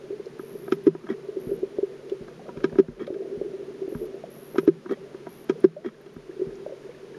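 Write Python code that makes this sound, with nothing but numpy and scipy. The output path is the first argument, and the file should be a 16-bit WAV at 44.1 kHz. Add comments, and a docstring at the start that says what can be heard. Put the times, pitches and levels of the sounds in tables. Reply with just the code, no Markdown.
"""Under open water: a camera in a plastic housing, its air booming near 385 Hz.
The shutter clacks, bounces and rewinds, and fingers tick on the case: shoves and noise ring its resonances.
The lens motor buzzes in stepped screeches; water gurgles and thumps as damped tones and filtered noise.
Thin noise flecks, hiss and a faint hum lie behind. The recorder turns its gain down after the loudest clacks."""
import sys
import numpy as np
from scipy import signal
from scipy.fft import rfft, irfft, next_fast_len
from scipy.io import wavfile
from scipy.ndimage import uniform_filter1d, map_coordinates

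SR = 44100
rng = np.random.default_rng(int(sys.argv[2]) if len(sys.argv) > 2 else 0)


def generate_wav(sig):
    """Save sig (samples, or channels by samples) to the path in sys.argv[1] as 16-bit PCM at SR."""
    pcm = np.round(np.clip(np.atleast_2d(sig).T, -1, 1) * 32767).astype(np.int16)
    wavfile.write(sys.argv[1], SR, pcm)


N = 316638

# resonances of the housing's air and body: (centre [Hz], width [Hz], gain [dB])
BODY_MODES = [(163.2, 8.4, -5.5), (237.2, 42, -3.5), (387.5, 41.2, 2), (627, 190, -26.5)]
# low resonances under thumps and shoves: (centre [Hz], width [Hz], gain [dB])
DEEP_MODES = [(42, 5.5, 4.5), (95, 99, -5), (153.8, 23, 7.5), (242.5, 18, 8.5)]
# shutter rewinds: (gears engage [s], latch delay [s], engaging level [dB], latch level [dB])
REWINDS = [(1.0878, .0128, -15.5, -5), (2.9947, 0.022, -22.5, -8.5), (4.8934, .0149, -18, -6),
           (5.8452, .0145, -14.5, -4)]


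def amp(db):
    """Gain of a level in dB."""
    return 10 ** (np.asarray(db) / 20)


def unit(x):
    """x at rms 1."""
    return x / np.sqrt(np.mean(x ** 2) + 1e-20)


def wobble(knots_per_s):
    """Smooth random curve through normally distributed knots."""
    knots = rng.standard_normal(int(N * knots_per_s / SR) + 4)
    return map_coordinates(knots, [np.arange(N) * knots_per_s / SR])


def filtered(x, response):
    """x times a complex response of frequency."""
    size = next_fast_len(N + SR)
    spectrum = rfft(x, size) * response(np.fft.rfftfreq(size, 1 / SR))
    return irfft(spectrum, size)[..., :N]


def through(x, modes):
    """x rings parallel second-order resonances of alternating sign."""
    def response(f):
        total = 0
        for k, (centre, width, db) in enumerate(modes):
            damping = 1j * f * width
            total = total + (-1) ** k * amp(db) * damping / (centre * centre - f * f + damping)
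        return total
    return filtered(x, response)


def dull(x, hz):
    """x without its treble: three one-pole lowpasses."""
    return filtered(x, lambda f: 1 / (1 + 1j * f / hz) ** 3)


def colour(points):
    """Response through (frequency [Hz], level [dB]) points on a log axis."""
    f, db = np.transpose(points)
    return lambda hz: amp(np.interp(np.log(hz + 1), np.log(f), db))


def add(track, s, sound):
    """Lays a sound on a track at a time in s."""
    part = track[round(s * SR):][:len(sound)]
    part += sound[:len(part)]


def gate(start_s, end_s, edge_s):
    """1 between two times, with linear edges."""
    t = np.arange(N) / SR
    return np.clip(np.minimum(t - start_s, end_s - t) / edge_s, 0, 1)


def bubble(hz, t60_s, rise, attack_s):
    """Damped tone of peak envelope 1; its pitch climbs by the share rise per t60."""
    t = np.arange(SR // 10) / SR
    shape = amp(-60 * t / t60_s) * (1 - np.exp(-t / attack_s)) ** 2
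    phase = 2 * np.pi * hz * (t + rise * t * t / (2 * t60_s))
    return np.sin(phase) * shape / shape.max()


def contacts():
    """Impacts of shutter, rewind and others: (time [s], thud, tick, edge levels [dB], thud t60 [s])."""
    # shutter releases: (opens [s], closes [s], bounce delay [s], bounce t60 [s],
    #                    opening level [dB], closing level [dB], bounce level [dB])
    shots = [(0.7214, 0.8669, .0068, 0.034, 3, 6.5, 6.5), (2.641, 2.7853, 0.0055, 0.0085, 3, 5.5, 3.5),
             (4.5822, 4.6759, .0067, 0.045, 4, 7, 5.5), (5.4956, 5.6409, 0.0056, 0.014, 2.5, 7, 8.5)]
    # other contacts: a second shutter bounce at 2.7954 s, finger ticks, loose parts:
    # (time [s], thud level [dB], tick level [dB], hard edge level [dB])
    others = [(0.3933, -16, -6.5, -48), (0.6793, -22, -4.5, -49), (0.949, -13.5, -3, -48),
              (1.0388, -21.5, -14, -45.5), (1.0683, -35, -9, -34), (2.2811, -26, -7, -37),
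              (2.4888, -22, -3, -50), (2.571, -19.5, -9, -31), (2.603, -36, -14, -31),
              (2.7245, -24, -8.5, -47.5), (2.755, -15.5, -8, -47), (2.7954, 5.5, -4.5, -20.5),
              (2.8835, -16.5, -10, -48), (3.069, -23, -29, -28), (3.1406, -31, -38, -31),
              (3.948, -35, -7.5, -42), (4.557, -14.5, 1, -29), (4.8597, -15, -5, -44),
              (5.1442, -19.5, -10.5, -52), (5.2677, -18.5, -1, -50), (6.0606, -25, -13, -33),
              (6.1627, -22, -13, -38)]
    # colour of each contact: (tick over the thud [dB], hard edge over the thud [dB])
    opening, closing, bounce = (0, -15.5), (-4, -28), (-9, -32.5)
    engaging, latch = (11, -18), (-3, -21)
    opening_t60_s, closing_t60_s, latch_t60_s, other_t60_s = 0.016, 0.019, 0.019, 0.024
    steps = []
    for opens_s, closes_s, delay_s, bounce_t60_s, opening_db, closing_db, bounce_db in shots:
        steps.append((opens_s, opening_db, opening, opening_t60_s))
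        steps.append((closes_s, closing_db, closing, closing_t60_s))
        steps.append((closes_s + delay_s, bounce_db, bounce, bounce_t60_s))
    for s, delay_s, engaging_db, latch_db in REWINDS:
        steps.append((s, engaging_db, engaging, other_t60_s))
        steps.append((s + delay_s, latch_db, latch, latch_t60_s))
    rows = [(s, db, db + tick_db, db + edge_db, t60_s) for s, db, (tick_db, edge_db), t60_s in steps]
    return rows + [(*row, other_t60_s) for row in others]


def clacks():
    """Each contact shoves the housing to and fro and rattles its shell: a woody tick and a hard edge."""
    # resonances of the thin shell: (centre [Hz], width [Hz], gain [dB])
    shell_modes = [(700, 130, -8.5), (967, 32.5, -1), (1267, 86, 2), (1605, 117, 1.5), (2110, 490, -5.5),
                   (2536, 430, -7), (3180, 180, -6), (3920, 450, -13), (5140, 320, -8.5),
                   (6600, 2300, -18.5)]
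    shove, tick, edge = np.zeros(N), np.zeros(N), np.zeros(N)
    t = np.arange(SR // 20) / SR
    shove_hz, tick_t60_s, edge_t60_s = 345, 0.021, 0.047
    lead_s = 0.008  # the rattle creeps in early, as the parts start to move
    creep = np.where(t < lead_s, 0.28 * t / lead_s, 1)
    after_s = np.maximum(t - lead_s, 0)
    for s, thud_db, tick_db, edge_db, t60_s in contacts():
        add(shove, s, amp(thud_db - 60 * t / t60_s) * np.sin(2 * np.pi * shove_hz * t))
        rattle = rng.standard_normal((2, len(t))) * creep
        add(tick, s - lead_s, amp(tick_db - 60 * after_s / tick_t60_s) * rattle[0])
        add(edge, s - lead_s, amp(edge_db - 60 * after_s / edge_t60_s) * rattle[1])
    thuds = through(shove, BODY_MODES) + 0.1 * through(shove, DEEP_MODES[1:])
    woody = through(dull(tick, 900), shell_modes[:5])
    hard = dull(through(edge, shell_modes[2:]), 7500)
    return thuds + woody + hard


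def rewind():
    """Gear teeth grind in quick grains while the body shakes; it swings back after the latch."""
    # gear train resonances: (centre [Hz], width [Hz], gain [dB])
    gear_modes = [(920, 810, -6.5), (1290, 350, 0.5), (1660, 220, -2), (1907, 130, 0.5), (2280, 150, -5),
                  (3260, 175, -4.5), (3750, 170, -12), (5300, 1100, -18)]
    rewind_s, gears_db, shake_db = 0.06, -43.5, -30.5
    rebound_s, rebound_db, rebound_hz, rebound_t60_s = 0.0143, -23, 224, 0.056  # dB relative to the latch
    starts_s = [s - 0.005 for s, *_ in REWINDS]
    gears_gate = sum(gate(s, s + rewind_s, 0.007) for s in starts_s)
    shake_gate = sum(gate(s, s + rewind_s, 0.022) for s in starts_s)
    grains = rng.standard_normal(N) * amp(5.2 * wobble(300))
    gears = unit(through(through(grains, gear_modes), gear_modes))  # twice: narrow bands, dark between
    shake = unit(through(rng.standard_normal(N) * amp(3.6 * wobble(90)), BODY_MODES))
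    back = np.zeros(N)
    for s, delay_s, _, latch_db in REWINDS:
        swing = bubble(rebound_hz, rebound_t60_s, 0, 0.0029)
        add(back, s + delay_s + rebound_s, amp(latch_db + rebound_db) * swing)
    return back + amp(gears_db) * gears_gate * gears + amp(shake_db) * shake_gate * shake


def focus():
    """Every lens motor step gives the same short screech, with some noise; every other one lasts longer."""
    # motor runs: (start [s], end [s], level [dB])
    runs = [(0.389, 0.761, -53), (0.837, 0.862, -57), (1.4, 1.568, -53.5), (1.589, 1.597, -58),
            (3.891, 4.066, -53.5), (4.303, 4.661, -50.5), (5.291, 5.45, -53)]
    # partials of the screech and bands of its noise: (centre [Hz], width [Hz], level [dB])
    screech = [(5800, 40, -13), (9170, 190, -15), (10000, 170, -11), (10820, 200, -2.5), (11600, 200, -1.5),
               (12200, 200, -8), (13050, 180, -14)]
    step_hz, slip_s = 86.5, 1.2e-5
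    out, noise = np.zeros(N), unit(through(rng.standard_normal(N), screech))
    for start_s, end_s, db in runs:
        turn = np.arange(round((end_s - start_s) * SR)) / SR * step_hz  # in steps
        phase = turn % 1
        width = 0.5 + 0.08 * (np.floor(turn) % 2)
        burst = np.clip(np.minimum(phase, width - phase) / 0.058, 0, 1)
        late_s = slip_s * rng.standard_normal(64)[turn.astype(int)]  # each step slips a little
        step_s = phase / step_hz + late_s
        tone = unit(sum(amp(level) * np.sin(2 * np.pi * hz * step_s) for hz, _, level in screech))
        run_noise = noise[round(start_s * SR):][:len(turn)]
        add(out, start_s, amp(db) * (0.45 * burst * tone + (0.18 + 0.27 * burst) * run_noise))
    return out


def glugs():
    """Glugs and clear bubbles are damped tones of climbing pitch; they also ring the housing."""
    # glugs: (time [s], level [dB], pitch [Hz], t60 [s])
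    glug_rows = [(0.102, -22.5, 379, 0.042), (0.123, -28, 407, 0.085), (0.196, -25, 395, 0.04),
                 (0.265, -29, 431, 0.034), (0.433, -31, 428, 0.046), (0.55, -25.5, 399, .042),
                 (0.765, -37, 398, .07), (1.14, -32.5, 416, .069), (1.285, -24, 396, 0.049),
                 (1.32, -31.5, 397, 0.056), (1.365, -20.5, 364, 0.045), (1.513, -16.5, 377, 0.049),
                 (1.629, -16, 382, 0.038), (1.785, -14, 395, 0.027), (1.828, -15, 389.5, 0.048),
                 (2.117, -18.5, 383.5, 0.046), (3.103, -18, 370, 0.023), (3.122, -24.5, 357, 0.059),
                 (3.143, -22.5, 377, 0.047), (3.159, -25.5, 403, .05), (3.18, -28.5, 380.4, .14),
                 (3.413, -17, 413, 0.03), (3.454, -26.5, 370, 0.058), (3.534, -28.5, 374, 0.065),
                 (3.705, -32.5, 354, 0.046), (3.815, -23.5, 367, 0.057), (3.878, -24.5, 345, 0.03),
                 (3.922, -23.5, 348, 0.03), (4.013, -27, 413, 0.043), (4.142, -26.5, 390, 0.025),
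                 (4.545, -25.5, 400, 0.02), (4.631, -27.5, 400, 0.027), (5.515, -28.5, 417, 0.046),
                 (5.585, -35, 403, 0.04), (5.555, -32, 447, 0.042), (6.291, -30.5, 341, 0.063),
                 (6.392, -24.5, 363, 0.057), (6.414, -17.5, 372, 0.057)]
    # single clear bubbles: (time [s], level [dB], pitch [Hz], t60 [s])
    bubble_rows = [(2.394, -40, 716, 0.04), (2.455, -38, 596, .072), (2.481, -30.5, 493, 0.025),
                   (2.755, -44, 668, 0.063), (3.076, -24.5, 531, .055), (3.535, -39.5, 570, 0.044),
                   (4.238, -27.5, 608, 0.027), (5.765, -24, 570, 0.098), (6.663, -22.5, 534, 0.022),
                   (6.694, -35, 586, 0.046), (6.722, -28.5, 510, 0.051), (6.891, -33.5, 458, 0.081)]
    # tiny high bubbles: (time [s], level [dB], pitch [Hz])
    pip_rows = [(1.01, -50, 1200), (2.4668, -47, 1200), (2.6955, -47, 1690), (5.9434, -48, 1660),
                (6.0116, -51, 1640), (6.311, -48, 1720), (6.504, -51, 1660), (6.8344, -50, 1630),
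                (6.9112, -49, 2220), (6.9466, -49, 1740), (7.1455, -44, 1680)]
    glug_rise, bubble_rise, attack_share = 0.11, 0.33, 0.078  # attack as a share of the t60
    # each glug starts with a higher bubble, fainter if the glug lasts longer
    neck_db, neck_db_per_s, neck_hz, neck_t60_s = -5.5, -200, 495.6, 0.046
    tones = np.zeros(N)
    for s, db, hz, t60_s in glug_rows:
        add(tones, s, amp(db) * bubble(hz, t60_s, glug_rise, attack_share * t60_s))
        neck = bubble(neck_hz, neck_t60_s, bubble_rise, 0.0016)
        add(tones, s, amp(db + neck_db + neck_db_per_s * t60_s) * neck)
    for s, db, hz, t60_s in bubble_rows:
        add(tones, s, amp(db) * bubble(hz, t60_s, bubble_rise, 0.0012))
    for s, db, hz in pip_rows:
        add(tones, s, amp(db) * bubble(hz, 0.024, 0.03, 0.001))
    return tones + 0.2 * through(tones, BODY_MODES)


def thumps():
    """Dull thumps of water on the case: 2 ms pushes ring the low resonances."""
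    # (time [s], level [dB])
    thump_rows = [(1.466, -18.5), (2.206, -24.5), (2.568, -22), (2.726, -20.5), (2.884, -15.5),
                  (3.37, -24.5), (3.949, -15.5), (6.162, -23.5), (6.466, -22)]
    push = np.zeros(N)
    for s, db in thump_rows:
        add(push, s, amp(db) * np.hanning(90))
    return through(push, DEEP_MODES)


def gurgle():
    """Random small bubbles over lumpy noise in the housing's resonances and a low wash."""
    # level curves: (time [s], boom [dB], low wash [dB], small bubbles [dB])
    levels = [(0.0, -40.5, -58, -52), (0.38, -46, -52.5, -66), (0.66, -39, -50, -60.5),
              (0.92, -53.5, -46.5, -56.5), (1.32, -40, -57.5, -55.5), (1.5, -34.5, -46, -51.5),
              (1.66, -38.5, -53, -51.5), (1.98, -39, -61, -53), (2.18, -41, -58, -51.5),
              (2.42, -47.5, -49, -55), (2.64, -41, -44.5, -49), (2.88, -55, -56, -52.5),
              (3.06, -36.5, -51, -55), (3.2, -35, -57, -41), (3.34, -35, -61.5, -55),
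              (3.68, -42.5, -54.5, -54), (4.06, -36, -56.5, -53), (4.28, -46.5, -51.5, -51),
              (4.62, -44, -53, -54), (4.74, -47, -49, -53), (5.12, -46.5, -55.5, -56.5),
              (5.42, -51, -49, -63), (5.7, -49.5, -47, -52), (5.88, -43, -54, -53),
              (6.14, -51.5, -52.5, -59.5), (6.46, -39.5, -58.5, -57), (6.98, -48, -61.5, -55.5),
              (7.18, -39.5, -51, -61)]
    times_s, *columns = np.transpose(levels)
    boom_db, wash_db, small_db = [np.interp(np.arange(N) / SR, times_s, c) for c in columns]
    small = np.zeros(N)
    for when, size, spread in rng.random((700, 3)):
        hz = 460 * 1.45 ** (spread ** 1.566)
        add(small, when * N / SR, amp(9 * size) * bubble(hz, 30 / hz, 0.1, 0.006))
    lumps = amp(2.6 * wobble(28) + 1.2 * wobble(9))
    lumpy = through(lumps * rng.standard_normal(N), [(426.6, 123, 0)])
    boom = unit(through(lumpy, BODY_MODES))
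    low = through(rng.standard_normal(N) * amp(2.5 * wobble(15)), [(193, 110, 0)])
    wash = unit(through(low, [(158.0, 44, -4), (247, 57, -6.5)]))
    return amp(boom_db) * boom + amp(wash_db) * wash + amp(small_db) * unit(small)


def flecks():
    """Faint, very short high flecks of noise, a few ms around a pitch each."""
    # (time [s], level [dB], pitch [Hz])
    fleck_rows = [(.258, -52, 4750), (2.097, -44, 3180), (3.068, -44, 3570), (3.073, -54, 9900),
                  (4.152, -60, 10930), (5.601, -49.5, 9900), (6.011, -56, 12300), (6.139, -57, 12400),
                  (6.555, -54, 5800)]
    out, t = np.zeros(N), np.arange(SR // 80) / SR
    for s, db, hz in fleck_rows:
        fuzz = unit(uniform_filter1d(rng.standard_normal(len(t)), size=30))
        add(out, s, amp(db - 60 * t / 0.042) * fuzz * np.sin(2 * np.pi * hz * t))
    return out


def floor():
    """Smooth coloured hiss and a faint hum of steady pitch, its level wavering slightly."""
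    # hiss spectrum: (frequency [Hz], relative density [dB])
    hiss_points = [(20, -24.5), (85, -24), (147, -21), (276, -17), (393, -3.5), (503, -21), (845, -23),
                   (1670, -25.5), (5560, -36.5), (7120, -40), (10400, -41.5), (13500, -53.5)]
    # (frequency [Hz], level [dB])
    hum_hz, hum_db = (140, -56.5)
    hiss = unit(filtered(rng.standard_normal(N), colour(hiss_points)))
    hum = amp(hum_db + 1.4 * wobble(8.9)) * np.sin(2 * np.pi * hum_hz * np.arange(N) / SR)
    return amp(-49.5) * hiss + hum


def scene():
    """Sum of all sources, one channel."""
    water = glugs() + thumps() + gurgle()
    return (clacks() + rewind() + focus() + water + flecks() + floor())[None]


def record(dry):
    """Peaks over a threshold pull the gain down within ms; it climbs back at a steady rate in dB."""
    # recorder's frequency response, a notch near 8 kHz and a steep top edge: (frequency [Hz], gain [dB])
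    response_points = [(7000, 0), (7900, -12.5), (8700, -3), (13700, -1), (14100, -8.5), (14800, -19.5),
                       (15700, -15)]
    threshold_db, cut_per_db, release_db_per_s, smooth_s, top_hz = -6.2, 1.31, 9, 0.012, 15750
    release_db = release_db_per_s * np.arange(N) / SR
    over_db = np.maximum(20 * np.log10(np.abs(dry[0]) + 1e-9) - threshold_db, 0)
    held_db = np.maximum.accumulate(cut_per_db * over_db + release_db) - release_db
    keep = np.exp(-1 / (smooth_s * SR))
    cut_db = signal.lfilter([1 - keep], [1, -keep], held_db)
    response = colour(response_points)
    return filtered(dry * amp(-cut_db), lambda hz: response(hz) * (hz < top_hz))


dry = scene()
out = record(dry)
generate_wav(out)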